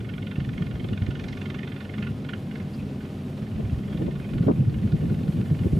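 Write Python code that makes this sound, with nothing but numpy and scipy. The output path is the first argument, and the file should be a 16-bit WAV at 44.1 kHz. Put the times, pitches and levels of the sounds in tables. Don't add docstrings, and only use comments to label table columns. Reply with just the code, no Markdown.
import sys
import numpy as np
from scipy import signal
from scipy.fft import rfft, irfft
from scipy.io import wavfile
from scipy.ndimage import uniform_filter1d

SR = 44100
rng = np.random.default_rng(int(sys.argv[2]) if len(sys.argv) > 2 else 0)


def wav_record(signal):
    frames = np.transpose(np.atleast_2d(signal))
    bounded = np.clip(frames, -1, 1)
    quanta = np.round(bounded * 32767).astype(np.int16)
    wavfile.write(sys.argv[1], SR, quanta)


N = 255339
TIME = np.arange(N) / SR
FREQS = np.fft.rfftfreq(N, 1 / SR)


def amp(db):
    return 10 ** (np.asarray(db) / 20)


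def unit(x):
    return x / np.sqrt(np.mean(x ** 2) + 1e-20)


def curve(rows, t=TIME):
    return np.interp(t, *np.transpose(rows))


def spectrum(rows, hz=FREQS):
    f, value = np.transpose(rows)
    return np.interp(np.log(hz + 1), np.log(f + 1), value)


def colour(x, response):
    return irfft(rfft(x) * response, x.shape[-1])


def pan(db):
    return amp(np.array([db, -db]) / 2)


def drift(rate_hz):
    steps = TIME * rate_hz * 2
    return unit(np.interp(steps, np.arange(N), rng.standard_normal(N)))


def swell(t, half):
    return np.exp(-(t / half) ** 2 / 2)


def power(x, span):
    size = max(int(span * SR), 2)
    smoothed = uniform_filter1d(uniform_filter1d((x ** 2).mean(0), size), size)
    return abs(smoothed) + 1e-14


def noise_pair(likeness, size=N):
    a, b = rfft(rng.standard_normal((2, size)))
    same = np.clip(spectrum(likeness, np.fft.rfftfreq(size, 1 / SR)), -1, 1)
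    other = same * a + np.sqrt(1 - same ** 2) * b
    return irfft(np.array([a, other]), size)


def add(mix, s, sound):
    start = max(round(s * SR) - sound.shape[1] // 2, 0)
    part = mix[:, start:][:, :sound.shape[1]]
    part += sound[:, :part.shape[1]]


# (frequency [Hz], left-right level [dB], left leads by [radians])
STEREO_WIDENING = [(400, 0, -.1), (900, -2, -.7), (1400, -5, -.7), (1950, -10, -1.05), (2150, -15, -1.2),
                   (2260, -24, -.6), (2350, -16, .6), (2550, -8.5, .45), (2900, -6, 0), (4300, -4.8, -.05),
                   (6000, -.5, 0), (15000, 0, 0)]


def widen(x, share):
    hz, db, radians = np.transpose(STEREO_WIDENING)
    level = amp(share * spectrum(np.c_[hz, db]))
    ratio = level * np.exp(1j * share * spectrum(np.c_[hz, radians]))
    return colour(x, 2 * np.array([ratio, np.ones_like(ratio)]) / (1 + ratio))


# (time [s], speed [strokes/s])
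KNIFE_DRIVE = [(0.0, 22.47), (0.6, 22.73), (1.0, 22.58), (1.5, 23.05), (2.0, 22.72), (2.5, 22.58),
               (3.0, 21.97), (3.4, 21.53), (3.9, 21.81), (4.4, 22.3), (4.7, 22.15), (5.0, 22.43),
               (5.3, 22.37), (5.8, 22.59)]
# (frequency [Hz], likeness [0-1])
KNIFE_LIKENESS = [(300, 0.6), (1400, 0.9), (2200, 0.95), (2700, 0.98), (6000, 0.98)]
# (frequency [Hz], width [Hz], relative level [dB])
BAR_RESONANCES = [(1136, 54, 0), (1449, 53, 8.5), (1793, 63, 6.5), (2123, 160, 5.5), (2450, 130, 2),
                  (2673, 120, 0.5), (2890, 44, 3), (3160, 106, 3), (3504, 70, -0.5), (3880, 87, -18),
                  (4500, 84, -20)]
# (frequency [Hz], relative density [dB per Hz])
KNOCK_COLOUR = [(200, -20), (500, 2), (900, 6.5), (1200, 0), (1450, 15), (2400, 6.5), (3400, 3.5),
                (3900, -4.5), (4700, -7), (5050, -28), (5800, -18), (9000, -39)]


def knife(level_db=-9.5, lead=0.054, rise=0.0054, attack=0.00064, spread=0.0032, tap=0.39,
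          rattle=0.39, rattle_decay=0.024, grain_db=2.2, knock_db=-8.5, hardening=0.59,
          echo=0.58, echo_s=0.00283, shear_db=-8, spot_db=4.0, count=4):
    strokes = np.cumsum(curve(KNIFE_DRIVE)) / SR + lead
    index = strokes.astype(int)
    starts = TIME[np.searchsorted(index, np.arange(index[-1] + 1))]
    age = TIME - starts[index]
    late = age - rise

    tail = rattle * np.clip(late / rise, 0, 1) * np.exp(-abs(late) / rattle_decay)
    light_tap = tap * swell(age - rise / 2, rise / 4)
    main_knock = swell(late, np.where(late < 0, attack, spread))
    blow = unit(light_tap + main_knock + tail)
    grain = unit(amp(grain_db * drift(585)))
    impacts = noise_pair(KNIFE_LIKENESS) * blow * grain

    modes = np.array([amp(db) / (1 + 2j * (FREQS - hz) / width) for hz, width, db in BAR_RESONANCES])
    modes /= 1 + (FREQS / 5000) ** 10
    modes /= np.sqrt(np.mean(np.sum(abs(modes) ** 2, axis=0)))
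    spots = amp(spot_db * rng.standard_normal((len(starts), count)))
    spots *= rng.choice([-1, 1], (len(starts), count))
    metal = sum(colour(impacts * spots[index, k], modes[k::count].sum(0)) for k in range(count))

    steady_db, force_db = stroke_levels(starts + rise)
    crack = amp(knock_db + hardening * (force_db - steady_db))[index]
    hollow = 1 + echo * np.exp(-2j * np.pi * FREQS * echo_s)
    dull_noise = noise_pair(KNIFE_LIKENESS) * unit(blow ** 1.18)
    metal += crack * colour(dull_noise, unit(amp(spectrum(KNOCK_COLOUR))) * hollow)

    metal_energy = np.bincount(index, (metal ** 2).mean(0))
    blow_energy = np.bincount(index, blow ** 2)
    metal /= np.sqrt(metal_energy / (blow_energy + 1e-9) + 1e-9)[index]
    force = amp(force_db + level_db)[index]
    straw = amp(shear_db) * shearing(impacts, starts[index] + rise)
    return widen(force * metal + straw, 0.92)


# (time [s], level [dB])
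STEADY_KNOCKING = [(0, -43.5), (.35, -41), (.5, -43.5), (.65, -40.5), (.8, -43.5), (1.0, -40), (1.3, -38.5),
                   (1.55, -37), (1.88, -42.5), (2.0, -36), (2.1, -57.5), (3.15, -56), (3.4, -50),
                   (3.75, -49.5), (3.93, -45.5), (4.45, -44.5), (4.56, -49), (4.72, -47.5), (5.8, -49.5)]
# (time [s], level [dB])
HARD_CLACKS = [(0.095, -39.5), (0.184, -39.5), (0.317, -38.5), (0.493, -40), (0.58, -38), (0.625, -38),
               (1.637, -37), (1.678, -38), (1.81, -38), (1.985, -37), (2.03, -33.5), (2.073, -36),
               (2.252, -43.5), (2.297, -34), (2.34, -32.5), (2.517, -42.5), (2.56, -39), (2.603, -42.5),
               (3.01, -46), (3.055, -46.5), (3.654, -47), (3.7, -46.5), (4.022, -46), (4.34, -42),
               (4.385, -42), (4.474, -45), (4.745, -42.5), (4.88, -47), (4.924, -43), (5.013, -46),
               (5.102, -44), (5.415, -44.5), (5.459, -44.5), (5.55, -46), (5.59, -43.5), (5.635, -46)]


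def stroke_levels(times, scatter_db=0.7):
    steady_db = curve(STEADY_KNOCKING, times) + scatter_db * rng.standard_normal(len(times))
    knock_db = steady_db.copy()
    for s, db in HARD_CLACKS:
        knock_db[np.argmin(abs(times - s))] = db
    return steady_db, knock_db


# (frequency [Hz] at pitch 1, relative density [dB per Hz])
STRAW_COLOUR = [(1500, -25), (3400, 3), (4600, 5), (5200, -10), (8000, -27), (16000, -42)]
# (time at the peak [s], level [dB], half length [s], pitch [factor on the straw's frequencies])
SHEAR_SWELLS = [(0.25, -47, 0.18, 0.77), (0.599, -64, 0.12, 1.4), (0.904, -50, 0.15, 0.75),
                (1.3, -54, 0.41, 0.89), (1.26, -60, 0.15, 1.44), (1.29, -51.5, 0.028, 1.2),
                (1.55, -63, 0.07, 1.35), (2.03, -38, 0.04, 0.66), (2.298, -40, 0.03, 0.7),
                (3.96, -52, 0.059, 0.81), (4.41, -53, 0.045, 1), (4.693, -53, .02, .95),
                (4.905, -48, 0.026, 0.98), (5.3, -57, 0.18, 0.94)]


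def shearing(impacts, stroke_times):
    out = 0
    for s, db, half, pitch in SHEAR_SWELLS:
        noise = colour(impacts, unit(amp(spectrum(STRAW_COLOUR, FREQS / pitch))))
        out = out + amp(db) * swell(stroke_times - s, half) * noise
    return out


# (multiple of the firing rate, level [dB rms])
ENGINE_HARMONICS = [(1, -79), (2, -48.5), (3, -55), (4, -70.5), (5, -61), (6, -71.5), (10, -68),
                    (12, -73.5)]


def engine(firing_hz=124.5, wander=0.00127, flutter_db=2.5, ear_lag=.0001):
    turns = np.cumsum(firing_hz * (1 + wander * drift(1.968))) / SR
    turns = turns + firing_hz * np.array([[0], [ear_lag]])
    out = np.zeros((2, N))
    for multiple, db in ENGINE_HARMONICS:
        phase = 2 * np.pi * (round(multiple) * turns + rng.random())
        out += amp(db) * unit(np.sin(phase) * amp(flutter_db * drift(2.3)))
    return out


# (frequency [Hz], likeness [0-1, clipped above 1])
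MACHINE_LIKENESS = [(400, 1.5), (800, 0.78), (1500, 0.3), (2200, 0.8), (2700, 0.7), (4300, 0.75),
                    (6000, 1.2)]
# (frequency [Hz], width [Hz], level before the gain below [dB rms])
BODY_PANELS = [(98.3, 25, -42), (143.2, 14, -41.5), (205.6, 38.5, -39), (263.6, 31, -47), (404, 59, -56.5)]
# (time [s], gain [dB])
PANEL_GAIN = [(0, 1), (.8, -2.2), (1.4, 1.5), (1.85, -2), (2.02, 4.5), (2.2, 1), (2.9, 1.5), (3.5, 0.3),
              (5.8, -0.4)]


def panels(throb_db=0.5):
    boom = sum(amp(db) * unit(1 / (1 + (2 * (FREQS - hz) / width) ** 2)) for hz, width, db in BODY_PANELS)
    return colour(noise_pair(MACHINE_LIKENESS), boom) * amp(curve(PANEL_GAIN) + throb_db * drift(11))


# (frequency [Hz], relative density [dB per Hz])
THRESHER_COLOUR = [(50, 11.5), (80, 3), (150, -18), (300, 9), (520, 2.5), (640, -4), (780, -3), (900, -9.5),
                   (1090, -7.5), (1170, -10.5), (1450, -11.5), (1620, -13.5), (2380, -14.5), (2560, -13),
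                   (2700, -13.5), (3000, -14), (3500, -16.5), (5300, -24), (7500, -32.5), (15000, -51)]
# (frequency [Hz], left-right level [dB])
THRESHER_BALANCE = [(100, -1.2), (700, 1.5), (1100, 0.5), (1600, 1.5), (3000, 0.5), (5000, 0), (15000, 0)]
# (time [s], level [dB rms])
THRESHER_LEVEL = [(0, -43.5), (1.5, -42.5), (5.8, -41.5)]


def thresher(flutter_db=0.8, grain_db=0.3, width=0.25):
    grains = noise_pair(MACHINE_LIKENESS) * amp(flutter_db * drift(37.1) + grain_db * drift(360))
    rush = colour(grains, amp(spectrum(THRESHER_COLOUR)) * pan(spectrum(THRESHER_BALANCE)))
    return unit(widen(rush, width)) * amp(curve(THRESHER_LEVEL))


# (start [s], length [s], start pitch [Hz], end pitch [Hz], peak level [dB rms], roughness [0-1])
SCRATCHY_SQUEAKS = [(2.728, .034, 4550, 4950, -55.5, .65), (2.78, .042, 2650, 2450, -51.5, .7),
                    (3.87, .12, 3250, 3250, -58, .5), (4.19, .1, 2480, 2480, -54.5, .5)]


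def squeaks():
    out = np.zeros(N)
    for s, length, start_hz, end_hz, db, rough in SCRATCHY_SQUEAKS:
        u = np.clip((TIME - s) / length, 0, 1)
        pitch_hz = start_hz + (end_hz - start_hz) * u
        hz = pitch_hz * (1 + 0.082 * rough * drift(580))
        tone = np.sin(2 * np.pi * np.cumsum(hz) / SR)
        out += amp(db) * np.sqrt(2) * np.sin(np.pi * u) * tone
    return out


# (time [s], level [dB])
WIND_LEVEL = [(0, -31), (.15, -36.5), (.35, -43), (.5, -33.5), (.9, -31.5), (1.3, -35.5), (1.8, -44.5),
              (2.03, -39), (2.5, -41), (2.85, -38), (3.2, -44), (3.65, -32), (4.05, -31), (4.22, -33.5),
              (4.42, -26), (4.92, -29), (5.3, -29), (5.8, -29)]
# (time at the peak [s], level [dB], half length [s], brightness [factor on the wind's upper frequencies])
WIND_BUFFETS = [(0.385, -16.5, 0.0028, 0.61), (0.42, -20.5, 0.0025, 0.68), (0.486, -25, 0.012, 0.81),
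                (0.618, -25, 0.012, 1.1), (0.719, -27.5, 0.0083, 1.14), (0.745, -24, 0.0087, 0.46),
                (0.849, -25.5, 0.0061, 1.65), (0.93, -26.5, 0.0052, 1.4), (1.026, -19.5, 0.0096, 0.63),
                (1.089, -17, 0.0036, 0.69), (2.11, -30.5, 0.023, 0.66), (3.428, -25.5, 0.007, 0.9),
                (3.558, -28, 0.0076, 0.33), (3.6, -27, 0.0076, 1.5), (3.648, -24, 0.016, 0.46),
                (3.732, -19.5, 0.01, 0.5), (3.779, -23, 0.0056, 0.35), (3.953, -22.5, 0.0053, 0.92),
                (4.018, -23, 0.016, 1.4), (4.061, -22, 0.012, 0.81), (4.085, -22, 0.0052, 1.5),
                (4.364, -22.5, 0.0096, 0.91), (4.41, -16, 0.0038, 0.95), (4.438, -22.5, 0.0052, 1.5),
                (4.473, -13.5, 0.0045, 1.25), (4.487, -11, 0.004, 2.75), (4.499, -11.5, 0.0048, 2.1),
                (4.511, -12.5, 0.0045, 1.1), (4.512, -21, 0.009, 2.5), (4.608, -14, 0.017, 0.87),
                (4.682, -16.5, 0.011, 0.85), (4.769, -22.5, 0.0091, 0.58), (4.849, -20, 0.012, 0.97),
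                (4.941, -15, 0.01, 0.83), (5.048, -22, 0.022, 1.08), (5.121, -18.5, 0.012, 0.99),
                (5.216, -24.5, 0.0055, 0.81), (5.294, -17, 0.0054, 0.79), (5.367, -21.5, 0.0095, 0.73),
                (5.402, -22, 0.013, 1.15), (5.52, -16, 0.01, 0.85), (5.613, -20, 0.009, 0.45),
                (5.663, -17, .011, 1.03), (5.733, -8.5, 0.0038, 0.71), (5.775, -18.5, 0.014, 1.15)]


def wind(lump_db=2, buffet_low_hz=100, size=8192):
    out = eddies(0.98, 25, 0.04, size=N) * amp(curve(WIND_LEVEL) + lump_db * drift(25))
    t = (np.arange(size) - size / 2) / SR
    for s, db, half, brightness in WIND_BUFFETS:
        swirl = eddies(brightness, buffet_low_hz, .011, size=size)
        add(out, s, swirl * amp(db) * swell(t, half))
    return out


# (frequency [Hz], relative density [dB per Hz])
WIND_COLOUR = [(15, -38), (30, -5.5), (50, -4.5), (75, -4), (100, 1.5), (145, 3.5), (210, -2.5), (275, -12),
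               (340, -15), (500, -23.5), (700, -32.5), (1100, -56), (2500, -89)]
# (frequency [Hz], likeness [-1 to 1])
WIND_LIKENESS = [(50, 0.9), (110, 0.98), (220, 0.92), (330, 0.87), (480, -0.21), (900, -0.7)]
# (frequency [Hz], left-right level [dB])
WIND_BALANCE = [(100, -0.5), (300, 0.3), (500, 4.5), (900, 5)]


def eddies(brightness, low_hz, span, size):
    hz = np.fft.rfftfreq(size, 1 / SR)
    stretch = brightness ** np.clip(np.log2((hz + 1) / 150) / 1.4, .6, 1)
    small = 1 / np.sqrt(1 + (low_hz * stretch / (hz + 1)) ** 6)
    response = small * amp(spectrum(WIND_COLOUR, hz / stretch)) * pan(spectrum(WIND_BALANCE, hz))
    x = colour(noise_pair(WIND_LIKENESS, size=size), response)
    return x / np.sqrt(power(x, span))


# (frequency [Hz], relative density [dB per Hz])
HISS_COLOUR = [(2000, 2.5), (5000, -6), (7500, 0), (10000, 2), (12500, 1.5), (15000, -0.5), (16000, -9)]
# (frequency [Hz], likeness [-1 to 1])
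HISS_LIKENESS = [(4000, 1), (7000, 0.94), (8300, 0.35), (10000, 0.055), (13000, -0.31)]
# (time [s], level [dB])
HISS_LEVEL = [(0, -65), (2.2, -64), (4.7, -62), (5.8, -58.5)]


def crop(flutter_db=1.0):
    hiss = unit(colour(noise_pair(HISS_LIKENESS), amp(spectrum(HISS_COLOUR))))
    return hiss * amp(curve(HISS_LEVEL) + flutter_db * drift(20))


def scene():
    return knife() + engine() + panels() + thresher() + squeaks() + wind() + crop()


def record(dry, low_cut_hz=54, threshold_db=-17, slope=0.76, recovery_db=14, edge_hz=15400):
    dry = signal.sosfilt(signal.butter(3, low_cut_hz, "highpass", fs=SR, output="sos"), dry)
    fall = TIME * recovery_db
    held_db = np.maximum.accumulate(10 * np.log10(power(dry, 0.016)) + fall) - fall
    ducked = dry * amp(-slope * np.maximum(held_db - threshold_db, 0))
    band_limit = signal.firwin(511, edge_hz, window=("kaiser", 9), fs=SR)
    return signal.oaconvolve(ducked, band_limit[None], "same")


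dry = scene()
out = record(dry)
wav_record(out)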